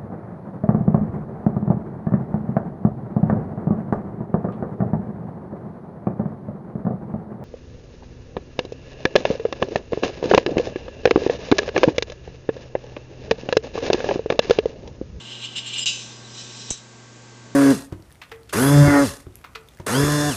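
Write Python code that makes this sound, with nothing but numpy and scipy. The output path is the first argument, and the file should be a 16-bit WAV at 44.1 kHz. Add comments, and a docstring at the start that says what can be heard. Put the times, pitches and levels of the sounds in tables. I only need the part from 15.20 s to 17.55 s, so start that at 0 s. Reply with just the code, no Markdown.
"""Small steel balls run down a welded wire track, close to a cheap microphone in a humming room.
Dense micro-impacts ring the rails. A ball chatters through the bends, strikes the frame with a
ringing clink, rolls on more smoothly, then clacks against a stop.
A dull low thump sounds on the microphone; after that the room sound dips and creeps back."""
import sys
import numpy as np
from scipy import signal
from scipy.fft import rfft, irfft
from scipy.io import wavfile
from scipy.ndimage import uniform_filter1d

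SR = 44100
rng = np.random.default_rng(int(sys.argv[2]) if len(sys.argv) > 2 else 0)


def wrap_up_sound(samples):
    """Save the sound to the file named by the first command line argument, as 16-bit audio."""
    columns = np.atleast_2d(samples).T
    # keep every value between -1 and 1, then stretch to whole-number steps
    tamed = np.clip(columns, -1, 1)
    steps = np.round(tamed * 32767).astype(np.int16)
    wavfile.write(sys.argv[1], SR, steps)


N = 103635

GATE_RAMP_S = 0.012
# Weak wire modes of the lower run, spectrum: freq_hz, gain_db
LOWER_WIRE_SPECTRUM = [(1500, -6), (2100, -13), (2900, 0.5), (3500, 2), (3950, 5), (4250, 1.5),
                       (4600, -5.5), (5900, 2.5), (6600, -2.5), (7400, -1), (8250, -9), (8700, -26)]


def amp(db):
    """Decibels to gain."""
    return 10 ** (np.asarray(db) / 20)


def unit(x):
    """Scale to rms 1."""
    return x / np.sqrt(np.mean(x ** 2) + 1e-20)


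def colour(spectrum, freq_hz):
    """Spectrum gain at freq_hz, interpolated in log frequency."""
    points_hz, gain_db = np.transpose(spectrum)
    return amp(np.interp(np.log(freq_hz + 1), np.log(points_hz), gain_db))


def level(curve):
    """Per-sample gain from (time_s, level_db) points."""
    return amp(np.interp(np.arange(N) / SR, *np.transpose(curve)))


def noise(spectrum):
    """Steady coloured noise, rms 1."""
    white = rfft(rng.standard_normal(N))
    return unit(irfft(white * colour(spectrum, np.fft.rfftfreq(N, 1 / SR)), N))


def gate(start_s, length_s):
    """Ramp up from start_s, ramp down length_s later."""
    t = np.arange(N) / SR - start_s
    return np.clip(t / GATE_RAMP_S, 0, 1) * np.clip(1 + (length_s - t) / GATE_RAMP_S, 0, 1)


def ring(modes, samples=26000):
    """Sum of decaying partials, energy 1."""
    t = np.arange(samples) / SR
    out = sum(amp(db) * np.exp(-np.log(1000) * t / t60_s) * np.sin(2 * np.pi * (hz * t + rng.random()))
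              for hz, db, t60_s in modes)
    return out / np.linalg.norm(out)


def wire(spectrum, t60_s, count=240, samples=26000):
    """Weak bending modes of the wirework, scattered over the treble."""
    freqs_hz = 1400 + 7600 * (np.arange(count) + rng.random(count)) / count
    gains_db = 20 * np.log10(colour(spectrum, freqs_hz))
    return ring([(hz, db, t60_s) for hz, db in zip(freqs_hz, gains_db)], samples)


def excite(force, response):
    """Drive a ringing body with a force."""
    return signal.fftconvolve(force, response)[:N]


def placed(start_s, level_db, sound):
    """Start a sound at start_s, with level_db over its first 10 ms."""
    return np.pad(amp(level_db) * sound / np.std(sound[:441]), (round(start_s * SR), N))[:N]


def room():
    """Mains hum, faint whines and air noise, dipping after the thump; steady hiss on top."""
    # freq_hz, level_db
    tones = [(120, -47), (216, -57), (240, -56.5), (296, -63), (360, -62), (915, -64), (1117, -61),
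             (1574, -58), (2030, -65.5)]
    # freq_hz, density_db
    air_spectrum = [(20, -25), (55, -7), (100, -9.5), (170, 1.5), (260, -2.5), (420, 0.5), (650, -7),
                    (900, -6.5), (1300, -14), (2000, -14), (4000, -16.5), (8000, -33.5)]
    hiss_spectrum = [(20, -3.5), (1500, 5), (3000, 1), (7200, 5), (8000, -1), (8700, -21)]
    # time_s, gain_db
    dip = [(0, -1), (1.5, 0), (1.53, -5.5), (1.8, -2.5), (2.1, -2.5), (2.35, 0)]
    t = np.arange(N) / SR
    hum = sum(amp(db) * unit(np.sin(2 * np.pi * (hz * t + rng.random()))) for hz, db in tones)
    air = amp(-48.5) * noise(air_spectrum)
    hiss = amp(-51) * noise(hiss_spectrum)
    return level(dip) * (hum + air) + hiss


def microphone_thump(time_s=1.509, pulse_s=0.00029, decay_s=0.0031):
    """A dull low thump on the microphone: a short pulse, then one heavily damped swing."""
    t = np.arange(N) / SR - time_s
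    pulse = np.exp(-(t / pulse_s) ** 2)
    after_s = np.maximum(t, 0)
    onset = 1 - np.exp(-(after_s / (2 * pulse_s)) ** 2)
    swing = onset * np.exp(-after_s / decay_s) * (1 - after_s / decay_s)
    return amp(-24) * pulse - amp(-15) * swing


def strike(blows, modes, splash, tail, modes_db, splash_t60_s, tail_gain_db, tail_t60_s, build_s=0.0037):
    """Main modes build from the first blow; each blow adds a wire-mode splash and a longer tail."""
    main = ring(modes)
    build = 1 - np.exp(-np.arange(len(main)) / (build_s * SR))
    out = placed(blows[0][0], modes_db, main * build)
    for start_s, level_db in blows:
        out += placed(start_s, level_db, wire(splash, splash_t60_s, count=160, samples=9000))
        out += placed(start_s, level_db + tail_gain_db, wire(tail, tail_t60_s, count=100))
    return out


def clack():
    """The ball hits the stop and rebounds; the lower run rings on."""
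    # start_s, level_db
    blows = [(1.5038, -38), (1.5048, -26.5), (1.5058, -29.5), (1.5085, -33), (1.5137, -38.5), (1.529, -38),
             (1.5405, -40.5), (1.576, -47.5)]
    # freq_hz, gain_db, t60_s
    stop_modes = [(3860, -7, .19), (3960, -8, .17), (5367, -14, .22), (5620, -8, .18), (5930, -5, .15),
                  (6200, 3, .11), (6438, -11, .15), (7030, -7, .1), (7429, -9, .2), (7975, -5, .1)]
    # freq_hz, gain_db
    stop_spectrum = [(1500, -21), (2300, -9), (2900, -8), (4000, -10), (4600, -15), (5300, -7), (6000, 9),
                     (7000, 5), (8100, 6), (8700, -27)]
    return strike(blows, stop_modes, splash=stop_spectrum, tail=LOWER_WIRE_SPECTRUM,
                  modes_db=-28.5, splash_t60_s=0.044, tail_gain_db=-12, tail_t60_s=0.36)


def clink():
    """Quick blows of the ball ring the frame."""
    # start_s, level_db
    blows = [(.6582, -24), (.6615, -33), (.6685, -27.5), (.673, -26), (.680, -31), (.686, -32)]
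    # freq_hz, gain_db, t60_s
    frame_modes = [(2627, -10, .54), (2800, 3, .29), (2972, 0, .29), (3085, -6, .3), (3472, -7, .24),
                   (3806, -2, .27), (3935, -7, .3), (4716, -11, .41), (4813, -8, .3), (4936, -7, .24),
                   (5060, -10, .45), (5365, -10, .46), (6207, -12, .8), (7014, -9, .35), (7320, -6, .25),
                   (7535, -15, .5)]
    # freq_hz, gain_db
    frame_spectrum = [(1500, -16), (2000, -18), (2550, 0.5), (3000, 4), (3500, -2), (3950, 3.5), (4400, -6),
                      (5200, -9.5), (6300, 2), (6700, -8), (7100, 2.5), (7800, -11), (8300, -13),
                      (8800, -24.5)]
    return strike(blows, frame_modes, splash=frame_spectrum, tail=frame_spectrum,
                  modes_db=-22, splash_t60_s=0.12, tail_gain_db=-8, tail_t60_s=0.69)


def singing(t60_s=0.1):
    """The ball briefly drives a single rail note, which rings out."""
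    # start_s, length_s, pitch_hz, drive_db
    notes = [(0.553, 0.0083, 5045, -28), (0.6, 0.023, 5040, -31.5), (1.036, 0.009, 3935, -37.5),
             (1.513, 0.0037, 3950, -24.5), (1.528, 0.0027, 4020, -33)]
    t = np.arange(N) / SR
    pole = np.exp(-np.log(1000) / (t60_s * SR))
    out = np.zeros(N)
    for start_s, length_s, pitch_hz, drive_db in notes:
        swell = signal.lfilter([1 - pole], [1, -pole], gate(start_s, length_s))
        out += amp(drive_db) * swell * unit(np.sin(2 * np.pi * pitch_hz * t))
    return out


def contacts(rate_per_s=2600, spread_db=2, surge_db=0.33, surge_s=0.0065):
    """Uneven micro-impacts of ball on wire, with slight surges, rms 1."""
    strength = amp(spread_db * np.minimum(rng.exponential(1, N), 3)) * rng.choice([-1, 1], N)
    surge = amp(surge_db * unit(uniform_filter1d(rng.standard_normal(N), round(surge_s * SR))))
    hits = rng.random(N) < rate_per_s / SR
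    return unit(surge * strength * hits)


def rolling(wire_t60_s=0.075):
    """Micro-impacts ring the rails; in the bends they swell to chatter and a thin zing."""
    # Rubbing force, rough upper and smooth lower run: time_s, level_db
    upper_run = [(0, -40.5), (0.031, -44), (.115, -36.5), (0.189, -41), (0.224, -35), (.28, -42),
                 (0.346, -42.5), (.43, -38.5), (.5, -35.5), (0.559, -30), (0.616, -36.5), (0.647, -33)]
    lower_run = [(0.779, -40.5), (.88, -47), (.96, -49.5), (1.025, -53), (1.1, -47.5), (1.16, -42.5),
                 (1.195, -36.5), (1.225, -41), (1.29, -43.5), (1.37, -41.5), (1.41, -40), (1.46, -42.5),
                 (1.501, -39)]
    # start_s, length_s, chatter_db, zing_db
    bends = [(0.23, .026, -38, -51), (0.35, 0.023, -30, -38), (0.374, 0.0086, -25.5, -33),
             (0.452, 0.019, -38.5, -40), (0.48, 0.0086, -42, -37.5), (0.53, 0.0072, -32, -30.5),
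             (0.569, 0.025, -32.5, -29), (0.591, 0.036, -41, -33.5)]
    # freq_hz, gain_db, t60_s
    upper_modes = [(2801, -0.5, 0.053), (2875, -2.5, 0.06), (2956, -3, 0.055), (3030, -3, 0.066),
                   (3110, -8, 0.045), (3470, -9.5, 0.12), (3960, -6.5, 0.062), (4090, -7, 0.11),
                   (5060, -9, 0.12), (5470, -22.5, 0.17), (6600, -31, .15), (7370, -10.5, 0.087)]
    lower_modes = [(2975, -7.5, 0.26), (3630, -3, 0.21), (3760, -1, 0.09), (3960, -0.5, 0.091),
                   (4080, 0.5, 0.087), (4690, -11.5, .25), (5040, -3.5, 0.36), (5368, -12.5, .35),
                   (5890, -3, .12), (5940, -2, 0.13), (7260, -6, .12)]
    zing_modes = [(7310, 0, .035), (7380, 0, .04), (7540, -12, .12), (7760, -14, .06), (8450, -22, .1),
                  (8630, -20, .1)]
    # freq_hz, gain_db
    upper_wire_spectrum = [(1500, -31), (2000, -29), (2350, -1.5), (2650, -8), (2850, 6.5), (3300, 0),
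                           (4050, 0), (4400, -10.5), (5900, -6), (6900, -14.5), (7600, -16.5),
                           (8700, -31.5)]
    chatter = sum(amp(db) * gate(start_s, length_s) for start_s, length_s, db, _ in bends)
    zing_drive = sum(amp(db) * gate(start_s, length_s) for start_s, length_s, _, db in bends)
    upper_drive = level(upper_run) * gate(-GATE_RAMP_S, upper_run[-1][0]) + chatter
    lower_start_s, lower_end_s = lower_run[0][0], lower_run[-1][0]
    lower_drive = level(lower_run) * gate(lower_start_s, lower_end_s - lower_start_s)
    upper = excite(upper_drive * contacts(),
                   amp(-2) * wire(upper_wire_spectrum, wire_t60_s) + amp(-3) * ring(upper_modes))
    lower = excite(lower_drive * contacts(),
                   amp(-0.5) * wire(LOWER_WIRE_SPECTRUM, wire_t60_s) + amp(-3.5) * ring(lower_modes))
    zing = excite(zing_drive * contacts(), ring(zing_modes))
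    return upper + lower + zing


def scene():
    """All sources, mono."""
    return (clink() + clack() + rolling() + singing() + microphone_thump() + room())[None]


def record(dry):
    """The recorder's steep low-pass."""
    cutoff_hz = 8850
    lowpass = signal.firwin(255, cutoff_hz, window=("kaiser", 7), fs=SR)
    return signal.oaconvolve(dry, lowpass[None], "same")


dry = scene()
out = record(dry)
wrap_up_sound(out)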